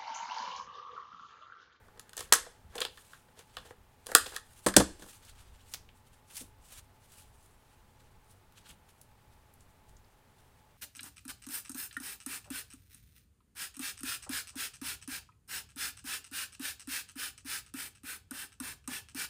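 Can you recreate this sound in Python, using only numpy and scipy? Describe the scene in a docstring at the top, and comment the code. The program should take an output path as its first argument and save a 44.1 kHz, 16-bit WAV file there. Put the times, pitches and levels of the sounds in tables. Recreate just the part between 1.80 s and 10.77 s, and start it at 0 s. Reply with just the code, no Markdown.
"""Over steady hiss, rumble and fan hum, a plastic corner punch creaks and snaps sharply twice, then clatters
onto a craft table; paper slides over fingers and card, with ticks and soft pats, in a small furnished room.
Broadband contact bursts excite resonant modes of lever, steel die, shell, spring and air space; the table rings
as decaying sines, and paper is shaped noise with scattered fibre clicks. Contacts get early and late room
reflections, except the table's ring, which is added dry; the wide-band noises run continuously."""
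import sys
import numpy as np
from scipy import signal
from scipy.fft import rfft, irfft, next_fast_len
from scipy.io import wavfile
from scipy.ndimage import uniform_filter1d, map_coordinates

SR = 44100
rng = np.random.default_rng(int(sys.argv[2]) if len(sys.argv) > 2 else 0)


def wav_out(sig):
    """Save sig, one row per channel (or a flat mono array), as 16-bit PCM at SR to the path in sys.argv[1]."""
    wavfile.write(sys.argv[1], SR, np.round(np.clip(np.atleast_2d(sig).T, -1, 1) * 32767).astype(np.int16))


N = 395577
SPAN = SR // 2  # samples given to one contact and its room answer


def amp(db):
    """Decibel law: level in dB to linear gain."""
    return 10 ** (np.asarray(db) / 20)


def unit(x):
    """Power normalisation: scales to rms 1."""
    return x / np.sqrt(np.mean(x ** 2) + 1e-20)


def peak(x):
    """Amplitude normalisation: scales to peak 1."""
    return x / np.abs(x).max()


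def along(points, hz):
    """Logarithmic pitch scale: interpolates (Hz, value) points, holding the end values."""
    point_hz, values = np.transpose(points)
    return np.interp(np.log(hz + 1), np.log(point_hz + 1), values)


def curves(rows):
    """Linear interpolation in time: one value per sample for each column after the time."""
    times_s, *columns = np.transpose(rows)
    return [np.interp(np.arange(N) / SR, times_s, column) for column in columns]


def wobble(rate):
    """Slow random modulation: a smooth curve through normal knots, rate knots a second."""
    knots = rng.standard_normal(int(N * rate / SR) + 4)
    return map_coordinates(knots, [np.arange(N) * rate / SR])


def filtered(x, response):
    """Linear filtering: multiplies the spectrum by a complex response of frequency."""
    m = next_fast_len(len(x) + 4096)
    return irfft(rfft(x, m) * response(np.fft.rfftfreq(m, 1 / SR)), m)[:len(x)]


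def noise(spectrum, size=N):
    """Spectral shaping: white noise through (Hz, dB) points, rms 1."""
    return unit(filtered(rng.standard_normal(size), lambda hz: amp(along(spectrum, hz))))


def coloured(x, spectrum):
    """Spectral shaping: a sound through (Hz, dB) points, peak 1."""
    return peak(filtered(x, lambda hz: amp(along(spectrum, hz))))


def resonances(modes):
    """Modal superposition: sums damped second-order (Hz, width Hz, dB) modes of alternating sign."""
    def response(f):
        total = 0
        for k, (hz, width, db) in enumerate(modes):
            mode = 1j * f * width / (hz * hz - f * f + 1j * f * width)
            total = total + (-1) ** k * amp(db) * mode
        return total
    return response


def contact(length):
    """Broadband excitation: a grainy scraping burst that drives all frequencies about evenly."""
    grit_db = 7  # a contact is a cluster of uneven grains
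    t = np.arange(2048) / SR
    # quick rise, then a steepening fall: 60 dB down at `length` seconds
    shape = (1 - np.exp(-t / 0.00071)) * amp(-60 * (t / length) ** 1.7)
    grains = shape * rng.standard_normal(len(t)) * amp(grit_db * rng.standard_normal(len(t)))
    spectrum = rfft(grains)
    even = irfft(spectrum / (np.abs(spectrum) + 1e-9))
    burst = shape ** 0.3 * even  # a gentler copy of the envelope after the spectrum is flattened
    return np.pad(burst, (0, SPAN - len(t)))


def rung(length, modes, shift=0.02):
    """Forced modal response: a contact rings modes that vary a little at random from hit to hit; peak 1."""
    spread_db = 2.2  # spread of mode strength; shift is the relative spread of pitch
    varied = [(hz * rng.normal(1, shift), width, db + rng.normal(0, spread_db)) for hz, width, db in modes]
    low_hz, high_hz = modes[0][0] * 0.78, modes[-1][0] * 1.4

    def response(f):
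        skirts = 1j * f / (low_hz + 1j * f) * high_hz / (high_hz + 1j * f)
        return resonances(varied)(f) * skirts ** 2
    return peak(filtered(contact(length), response))


def add(track, s, sound):
    """Room reverberation: places a sound at s with scattered early reflections and a diffuse decaying tail."""
    # near surfaces: delay_s, level_db
    near_surfaces = [(.0085, -16), (.011, -19.5), (0.017, -17), (.022, -25.5), (.033, -23.5)]
    # reverberation time: pitch_hz, t60_s
    decay_times = [(200, 0.31), (1000, 0.22), (4000, 0.25), (10000, 0.2), (13000, 0.17), (16000, 0.082)]
    # the wider room answers weaker and longer than the table's corner
    late_db, late_longer = -12.5, 1.9
    hz, t, z = signal.stft(rng.standard_normal(SPAN), SR, nperseg=256)
    fall_db = -60 * t / along(decay_times, hz)[:, None]
    decay = np.hypot(amp(fall_db), amp(late_db + fall_db / late_longer))
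    tail = signal.istft(z * decay, SR, nperseg=256)[1][:SPAN]
    tail *= 1 - np.exp(-np.arange(SPAN) / SR / 0.00034)  # the diffuse field builds up
    room = amp(-11.5) * tail / np.linalg.norm(tail)
    room[0] = 1  # direct sound
    for delay_s, level_db in near_surfaces:
        scatter = rng.standard_normal(160) * np.exp(-np.arange(160) / 40)
        room[round(delay_s * SR):][:160] += amp(level_db) * scatter / np.linalg.norm(scatter)
    track[round(s * SR):][:SPAN] += signal.fftconvolve(sound, room)[:SPAN]


def struck(db, treble_db, shell_db, length):
    """Impact excitation: a contact snaps, cracks in the lever, fizzes in the steel die and rings the shell."""
    # lever and housing modes: pitch_hz, width_hz, level_db
    lever_modes = [(2200, 2900, -4.5), (3250, 91, -2), (3450, 880, 0.5), (3780, 180, -2), (4080, 200, -4),
                   (5300, 310, -2.5), (4700, 1400, -6.5), (5500, 310, -5), (7840, 5100, -8)]
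    # steel die modes: pitch_hz, width_hz, level_db
    die_modes = [(6060, 380, 1), (7120, 130, 2), (7160, 1500, 2), (8600, 650, 4), (9450, 180, 1),
                 (9900, 78, 1.5), (9860, 360, 1), (11170, 460, -4.5), (11140, 140, -5), (13000, 5000, -9.5),
                 (17300, 340, -12)]
    # plastic shell modes: pitch_hz, width_hz, level_db
    shell_modes = [(1090, 130, 2.5), (1177, 270, 0), (1276, 64, 0.5), (1403, 90, -4), (1690, 250, 1.5),
                   (1840, 120, 1), (1860, 71, -0.5)]
    # unresonant part of a contact: pitch_hz, level_db
    snap_colour = [(300, -31.5), (1200, -8), (2500, -0.5), (7000, 0), (16000, -8.5)]
    snap_db = -8
    # a contact that spares the die leaves mostly this band of the lever
    soft_hz, soft_width_hz, soft_share = 3170, 2200, 0.44
    soft_db = min(treble_db, 0)
    kept = amp(soft_share * soft_db)

    def lever_band(f):
        return kept + (1 - kept) * resonances([(soft_hz, soft_width_hz, 0)])(f) ** 2

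    snap = amp(snap_db + soft_db) * coloured(contact(length), snap_colour)
    crack = filtered(rung(length, lever_modes), lever_band)
    fizz = amp(treble_db) * rung(length, die_modes)
    shell = amp(shell_db) * rung(length, shell_modes)
    return amp(db) * (snap + crack + fizz + shell)


def patchy(spectrum):
    """Time-varying spectrum: coloured noise whose bands swell and sink each on their own; rms 1."""
    patchy_db = 2
    z = signal.stft(noise(spectrum), nperseg=256)[2]
    across_pitch = uniform_filter1d(rng.standard_normal(z.shape), size=5, axis=0)
    field = uniform_filter1d(across_pitch, size=9, axis=1)
    return unit(signal.istft(z * amp(patchy_db * unit(field)), nperseg=256)[1][:N])


def fibres(spectrum):
    """Random impulse train: single fibres let go as scattered tiny clicks of uneven size, rms 1."""
    fibres_per_s, spread_db = 2000, 3.5
    letting_go = rng.random(N) < fibres_per_s / SR
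    clicks = letting_go * rng.standard_normal(N) * amp(spread_db * rng.standard_normal(N))
    return unit(filtered(clicks, lambda hz: amp(along(spectrum, hz))))


def background():
    """Random noise: steady hiss and rumble, narrow-band fan hums and the uneven rumble of a shaken stand."""
    # hiss and rumble colour: pitch_hz, level_db
    floor_colour = [(12, -35), (20, -2), (37, -5), (58, -10.5), (96, 1), (164, -11), (264, -10), (321, -22),
                    (360, -12), (596, -15.5), (882, -14), (2350, -22.5), (6000, -31.5), (15500, -32),
                    (16300, -38.5)]
    # narrow noisy fan hums: pitch_hz, width_hz, level_db
    fan_hums = [(80, 64, -72), (855, 27, -74.5)]
    # hands shifting on the table shake the microphone stand: time_s, level_db
    shake_levels = [(0.0, -68.5), (1.1, -62), (1.27, -74), (2.1, -70.5), (2.4, -58), (2.65, -70),
                    (3.1, -56.5), (3.6, -65), (4.84, -64), (5.07, -66.5), (5.8, -68.5), (6.2, -60),
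                    (6.44, -69), (7.19, -71.5), (7.6, -69.5), (8.97, -72)]
    # shaken stand colour: pitch_hz, level_db
    stand_colour = [(20, -0.5), (30, 0), (60, -0.5), (100, -6), (200, -36.5), (600, -80)]
    hums = np.zeros(N)
    for hz, width, db in fan_hums:
        hums += amp(db) * unit(filtered(rng.standard_normal(N), resonances([(hz, width, 0)])))
    shake = amp(curves(shake_levels)[0] + 4.4 * wobble(8.3)) * noise(stand_colour)
    return amp(-65.0) * noise(floor_colour) + hums + shake


def rubbing():
    """Stick-slip friction: fluttering noise of catching fibres; each stroke has its mix of dull and bright."""
    # paper over fingers and card: fastest_s, level_db, swell_s, fade_s, bright_share (0-1)
    strokes = [(0.4, -45.5, 0.041, 0.078, 0.5), (0.502, -70.5, 0.46, 0.062, 0.3),
               (0.946, -59.5, 0.055, 0.022, 0.1), (.965, -48, 0.017, 0.032, 0.7),
               (1.031, -48, 0.033, 0.047, 0.1), (1.596, -56, 0.039, 0.045, 0.17),
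               (2.291, -49, 0.018, 0.17, 0.67), (1.08, -87, .06, 0.13, 0.3), (1.218, -63, 0.24, 0.41, 0.94),
               (1.358, -61, 0.33, 0.086, 0.35), (1.751, -62.5, 0.078, 0.19, 0.22),
               (1.894, -61, 0.26, 0.047, 0.24), (2.42, -56, 0.065, 0.041, 0.6),
               (2.554, -51, 0.27, .05, 0.42), (2.793, -58, 0.24, 0.21, 0.77), (3.11, -66, 0.074, 0.24, 0.2),
               (3.216, -69.5, 0.11, 0.044, 0.17), (3.289, -51, 0.12, 0.14, 0.68),
               (3.43, -58.5, 0.042, 0.24, 0.25), (3.492, -60, 0.13, 0.058, 0.6),
               (3.613, -61.5, 0.14, 0.13, 0.3), (3.808, -66.5, 0.26, .2, 0),
               (3.93, -54.5, 0.13, 0.065, 0.83), (4.176, -67, .05, 0.064, 0.94),
               (4.27, -66, 0.039, 0.055, 0.57), (4.335, -63.5, 0.024, 0.062, 0.49),
               (4.51, -58.5, 0.041, 0.1, 0.33), (4.578, -40, 0.062, 0.069, 0.89),
               (4.615, -48, 0.086, 0.017, 1), (4.85, -60.5, 0.014, 0.19, 0.68),
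               (4.93, -53.5, 0.1, 0.091, 0.72), (4.985, -54, 0.068, 0.044, 0.6),
               (5.24, -71.5, 0.065, 0.086, 0.25), (5.331, -60.5, 0.045, 0.22, 0.63),
               (5.4, -54.5, 0.18, 0.061, 0.83), (5.64, -69, 0.25, 0.3, .9), (5.894, -69, 0.064, 0.38, 0.35),
               (6.201, -68.5, 0.048, 0.18, 0.13), (6.238, -72, 0.14, 0.054, 0.6),
               (6.505, -62.5, 0.055, 0.093, 0.85), (6.782, -54, 0.03, 0.046, 0.2),
               (6.865, -58.5, 0.035, 0.047, 0), (6.896, -49.5, 0.036, 0.041, 0.53),
               (7.094, -59.5, 0.017, 0.035, 0.5), (7.184, -67.5, 0.042, 0.12, 0.88),
               (7.539, -74.5, .05, .3, 0.56), (7.809, -69.5, 0.041, 0.057, 0.7),
               (7.884, -74, 0.0604, 0.17, 0.78), (8.094, -70, 0.051, 0.088, .7),
               (8.6, -71.5, 0.14, 0.32, 0.6)]
    # faint low-mid rustle during the handling: time_s, level_db
    rustle_levels = [(0.0, -68.5), (0.31, -73), (0.5, -66.5), (0.72, -69), (.9, -81.5), (.96, -49.5),
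                     (1.08, -78), (1.15, -89), (1.4, -93.5), (1.594, -75), (1.75, -91.5), (1.8, -70),
                     (1.896, -65.5), (2.006, -100), (2.25, -78), (2.46, -75), (2.554, -61), (2.6, -88),
                     (2.794, -77), (2.9, -110)]
    # rustle colour: pitch_hz, level_db
    rustle_colour = [(80, -60), (200, -24.5), (420, 7.5), (800, -3.5), (1600, 0), (2500, -11),
                     (4000, -19.5), (8000, -58.5)]
    # dull paper colour: pitch_hz, level_db
    dull_colour = [(290, -38.5), (600, -11), (1500, -1.5), (2000, -6), (2900, -1), (3800, -3), (5500, -8),
                   (8400, -8.5), (11000, -15), (16300, -24.5)]
    # bright paper colour: pitch_hz, level_db
    bright_colour = [(290, -54.5), (600, -24), (1500, -13), (3200, -9.5), (5500, -7), (7000, -3.5),
                     (8600, 0), (10500, -2.5), (13000, -8), (16300, -13.5)]
    edge_db = 20  # a stroke gains this over its swell and loses it over its fade
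    restless_db = -80  # paper never lies quite still under the fingers
    fibre_db = -4  # fibre clicks against the smooth slide
    t = np.arange(N) / SR
    power = np.full((2, N), amp(restless_db) ** 2 / 2)  # rows: dull, bright
    for fastest_s, db, swell_s, fade_s, share in strokes:
        away = np.maximum((fastest_s - t) / swell_s, (t - fastest_s) / fade_s)
        power += np.array([[1 - share], [share]]) * amp(db - edge_db * away) ** 2
    flutter = unit(amp(2.1 * wobble(44) + 1.3 * wobble(180)))
    dull = unit(patchy(dull_colour) + amp(fibre_db) * fibres(dull_colour))
    bright = unit(patchy(bright_colour) + amp(fibre_db) * fibres(bright_colour))
    slide = flutter * np.sum(np.sqrt(power) * [dull, bright], axis=0)
    rustle = amp(curves(rustle_levels)[0] + 1.7 * wobble(30)) * patchy(rustle_colour)
    return slide + rustle


def punch():
    """Cavity and spring resonance: die snaps and creaks in the hand, a low hollow knock and spring twangs."""
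    # die snaps, lever creaks, paper nudged in its slot; treble, shell and hollow are relative to the crack:
    # start_s, crack_db, treble_db, shell_db, hollow_db, contact_s
    contacts = [(0.0824, -58.5, -4, 7, 3, 0.011), (0.1744, -50.5, -9, -8, -4, 0.011),
                (0.1951, -37, 1, -6.5, -19, 0.0076), (0.2928, -41.5, -3, -16, -18, 0.0079),
                (0.3317, -35, -9, -10, -25, 0.009), (0.3675, -35, 6, -13, -12, 0.0072),
                (0.3765, -29.5, -0.5, -11.5, -13, 0.016), (0.3908, -36, 3, -6, -7, 0.0092),
                (0.4053, -32, 2, -4.5, -6.5, 0.012), (0.522, -25, -2, 11.5, 6, 0.0052),
                (0.5242, -2.5, 3.5, -12.5, -25, 0.006), (0.5261, -8.5, -2, -10, -16, 0.0054),
                (0.5336, -21, 13, 3, -32, 0.018), (0.552, -31, 11, -4, -18, 0.0086),
                (0.664, -50.5, -13, 0.5, 6.5, 0.018), (0.9532, -37.5, 4.5, -22, 5, 0.015),
                (0.9625, -45, 5, -16.5, 4, .01), (0.9797, -23, -23, -22, -19, 0.015),
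                (0.9845, -26, -19, -16, -14, .008), (0.9873, -48, -13, 2, 4, 0.017),
                (1.004, -24.5, -2.5, -9.5, -32, 0.0087), (1.0122, -24.5, -17, -11, -8, 0.0061),
                (1.0166, -11, -26, -26, -23, 0.0051), (1.0198, -14, -19, -21, -27, 0.0054),
                (1.036, -43, -12, -15, -20, 0.0059), (1.0502, -17.5, -21, -20, -17.5, 0.0092),
                (1.06, -37, -15, -10, -15, 0.0064), (1.07, -51, -12, -12, -17, 0.007),
                (1.173, -37.5, -16, -7, -24, 0.0078), (1.182, -42, -18, -10.5, -28, 0.0081),
                (1.3324, -43.5, -18, 2, -36.5, 0.0056), (1.342, -46.5, -15, -11, -33, .01),
                (1.346, -55.5, -14.5, -2.5, -28.5, 0.035), (1.483, -58, -21, -3, 1, 0.024),
                (1.572, -52, -17.5, -12.5, -0.5, 0.025), (1.5901, -43, -0.5, -18.5, -5.5, 0.011),
                (1.7684, -22.5, -21, -12, -18, 0.0058), (1.783, -35.5, -27, -9, -18, 0.015),
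                (1.823, -54, -21, -1.5, -13, 0.068), (1.85, -51, -6, -7, -1, 0.06),
                (1.878, -54.5, -18.5, -8, -4, 0.051), (1.9063, -50, -7.5, 4.5, 8.5, 0.011),
                (2.261, -46.5, 4, -9.5, -5, 0.0086), (2.2668, -34, 4.5, -12.5, -5.5, 0.008),
                (2.286, -48.5, -4.5, 6, 11, 0.064), (2.3166, -36.5, 6, 5, 6.5, 0.0076),
                (2.3485, -24.5, 7, -3, -1, 0.02), (2.3499, -0.5, 1, -7.5, -20.5, 0.0058),
                (2.402, -43, -8, 2, -12, .012), (2.458, -30.5, -13, -11.5, -10, 0.034),
                (2.464, -31.5, -8, -14, -11, 0.016), (2.519, -45.5, -1, 0.5, 3, 0.024),
                (2.534, -50, -22, 3, 7, 0.029), (2.556, -40, -3, -5, -5, 0.0088),
                (2.5625, -25, -4, -5, -36, 0.0088), (2.571, -36, -7, -14, -24.5, 0.0053),
                (2.58, -41, -13, -13, -30, 0.0067)]
    # air space in the punch: pitch_hz, width_hz, level_db
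    hollow_modes = [(316, 570, -11), (496, 51, 2.5), (720, 140, 3.5), (730, 400, 2)]
    # the hardest blows set the spring going: start_s, peak_db
    twangs = [(.525, -23), (2.351, -30.5), (2.966, -36.5)]
    # return spring modes: pitch_hz, width_hz, level_db
    spring_modes = [(3170, 14, 3), (5500, 50, 0.5)]
    track = np.zeros(N + SPAN)
    for s, db, treble_db, shell_db, hollow_db, length in contacts:
        knock = amp(db + hollow_db) * rung(length, hollow_modes)
        add(track, s, struck(db, treble_db, shell_db, length) + knock)
    for s, db in twangs:
        # the spring's pitch varies least
        add(track, s, amp(db) * rung(0.0056, spring_modes, shift=0.004))
    return track[:N]


def pats():
    """Soft impact: yielding flesh lands as a low noise puff with a slow rise."""
    # soft finger pats on the table: start_s, peak_db, pitch_hz
    landings = [(0.386, -52, 51.9), (0.83, -48.5, 51), (1.771, -53.5, 61), (2.299, -51, 390),
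                (3.939, -62, 72.2), (4.605, -45.5, 202.7), (4.618, -52, 279), (4.929, -50.5, 42),
                (6.886, -52.5, 74.5), (7.459, -52, 53.7)]
    pat_cycles = 1.8  # a deeper pat presses longer
    track, t = np.zeros(N + SPAN), np.arange(SPAN) / SR
    for s, db, hz in landings:
        colour = [(hz / 8, -40), (hz / 3, -12), (hz, 0), (hz * 3, -12), (hz * 9, -40), (hz * 30, -90)]
        press = t * np.exp(-t * hz / pat_cycles)
        add(track, s, amp(db) * peak(press * noise(colour, size=SPAN)))
    return track[:N]


def drops():
    """Plate vibration: the punch lands and rattles, with a thud and decaying sine modes of the table top."""
    # landings; treble, shell, thud and table ring are relative to the crack:
    # start_s, crack_db, treble_db, shell_db, thud_db, ring_db, contact_s
    landings = [(2.8626, -19.5, 2.5, -3.5, 5, -4.5, 0.037), (2.884, -27.5, 2, -1, -11, -14, 0.022),
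                (2.903, -46, 0, -9, 10, -1, .02), (2.9388, -27.5, -6, -3, -22, -32, 0.011),
                (2.964, -7, 0.5, -5.5, -3.5, -34, 0.012), (2.965, -8.5, 6.5, -13.5, -5, -5, 0.017),
                (2.998, -21, -3, -12, 5, 0, 0.041), (3.007, -33, -2, 0, 9, 0, 0.011),
                (3.1937, -49, 3, -15.5, 0, -13, 0.035), (3.2205, -40.5, -3.5, -7, -4.5, -7.5, 0.02),
                (3.237, -58.5, -9, -9, 11.5, -15, .02), (3.26, -51.5, 0, -11, 3.5, -2, 0.018)]
    # table modes: pitch_hz, level_db, t60_s
    table_modes = [(65.4, -7, .21), (127, -4.5, 0.1), (194.4, -1.5, 0.21), (261.4, -3, 0.0704),
                   (312.2, -9.5, 0.24), (322, -1, 0.06), (402, -3, 0.0753), (483, 0.5, 0.08),
                   (584.6, -1, 0.061)]
    dull_hz = 16000  # landings lose treble gently above this
    thud_delay_s = 0.003  # the thud follows the touch by 3 ms
    build_cycles = 0.72  # a table mode needs this long to start ringing
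    thud_colour = [(30, -46.0), (100, -24.0), (280, 6.5), (600, -1.0), (1200, -5.5), (2000, -20.5), (5000, -59.0)]
    track, t = np.zeros(N + SPAN), np.arange(SPAN) / SR
    for s, db, treble_db, shell_db, thud_db, ring_db, length in landings:
        ring = np.zeros(SPAN)
        for hz, level_db, t60_s in table_modes:
            decay = amp(level_db + rng.normal(0, 2.1) - 60 * t / t60_s)
            ring += decay * (1 - np.exp(-t * hz / build_cycles)) * np.sin(2 * np.pi * hz * t)
        ring = coloured(ring, [(20, -59.5), (45, -20.5), (60, -0.5)])  # thinned below about 60 Hz
        thud = coloured(np.roll(contact(0.025), round(thud_delay_s * SR)), thud_colour)
        blow = filtered(struck(db, treble_db, shell_db, length), lambda f: 1 / (1 + 1j * f / dull_hz))
        add(track, s, blow + amp(db + thud_db) * thud)
        # carried through the table itself, so without the room
        track[round(s * SR):][:SPAN] += amp(db + ring_db) * ring
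    return track[:N]


def ticks():
    """Impulsive buckling: paper buckles or a nail touches card, a short burst coloured around one pitch."""
    # paper and fingernail ticks: start_s, peak_db, pitch_hz, fall_db (per octave below the pitch)
    touches = [(3.449, -45.5, 8020, 7), (3.937, -21, 5500, 5.5), (3.943, -25, 3400, 2),
               (4.089, -46.5, 2765, 13), (4.501, -51, 2760, 5.5), (4.5563, -41, 7800, 6),
               (4.5665, -30.5, 7600, 7), (4.62, -42, 8010, 7), (4.8413, -53, 3990, 1.5),
               (4.9232, -34, 5934, -1.5), (4.98, -41.5, 9000, 3), (5.319, -43, 8070, 2),
               (6.7221, -45, 5920, -1), (6.901, -44, 3000, 16), (7.082, -57, 6030, 4.5),
               (7.2128, -40, 10260, 8), (7.7378, -48.5, 11280, 17), (7.8057, -50, 7500, 10),
               (8.1663, -53.5, 6660, 19), (8.244, -58.5, 4900, 22)]
    track = np.zeros(N + SPAN)
    for s, db, hz, fall_db in touches:
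        # about half as steep again above the pitch
        colour = [(hz / 64, -6 * fall_db), (hz, 0), (hz * 4, -3 * fall_db)]
        add(track, s, amp(db) * coloured(contact(0.016), colour))
    return track[:N]


def scene():
    """Linear superposition: sums everything on and around the table."""
    return (background() + rubbing() + punch() + pats() + drops() + ticks())[None]


def record(dry):
    """Saturation and band limiting: rounds off the loudest peaks, then cuts steeply above the band limit."""
    top_hz = 16400
    clipped = dry[0] / (1 + np.abs(dry[0] / 1.1) ** 6) ** (1 / 6)
    return filtered(clipped, lambda hz: 1 / (1 + (hz / top_hz) ** 200))[None]


dry = scene()
out = record(dry)
wav_out(out)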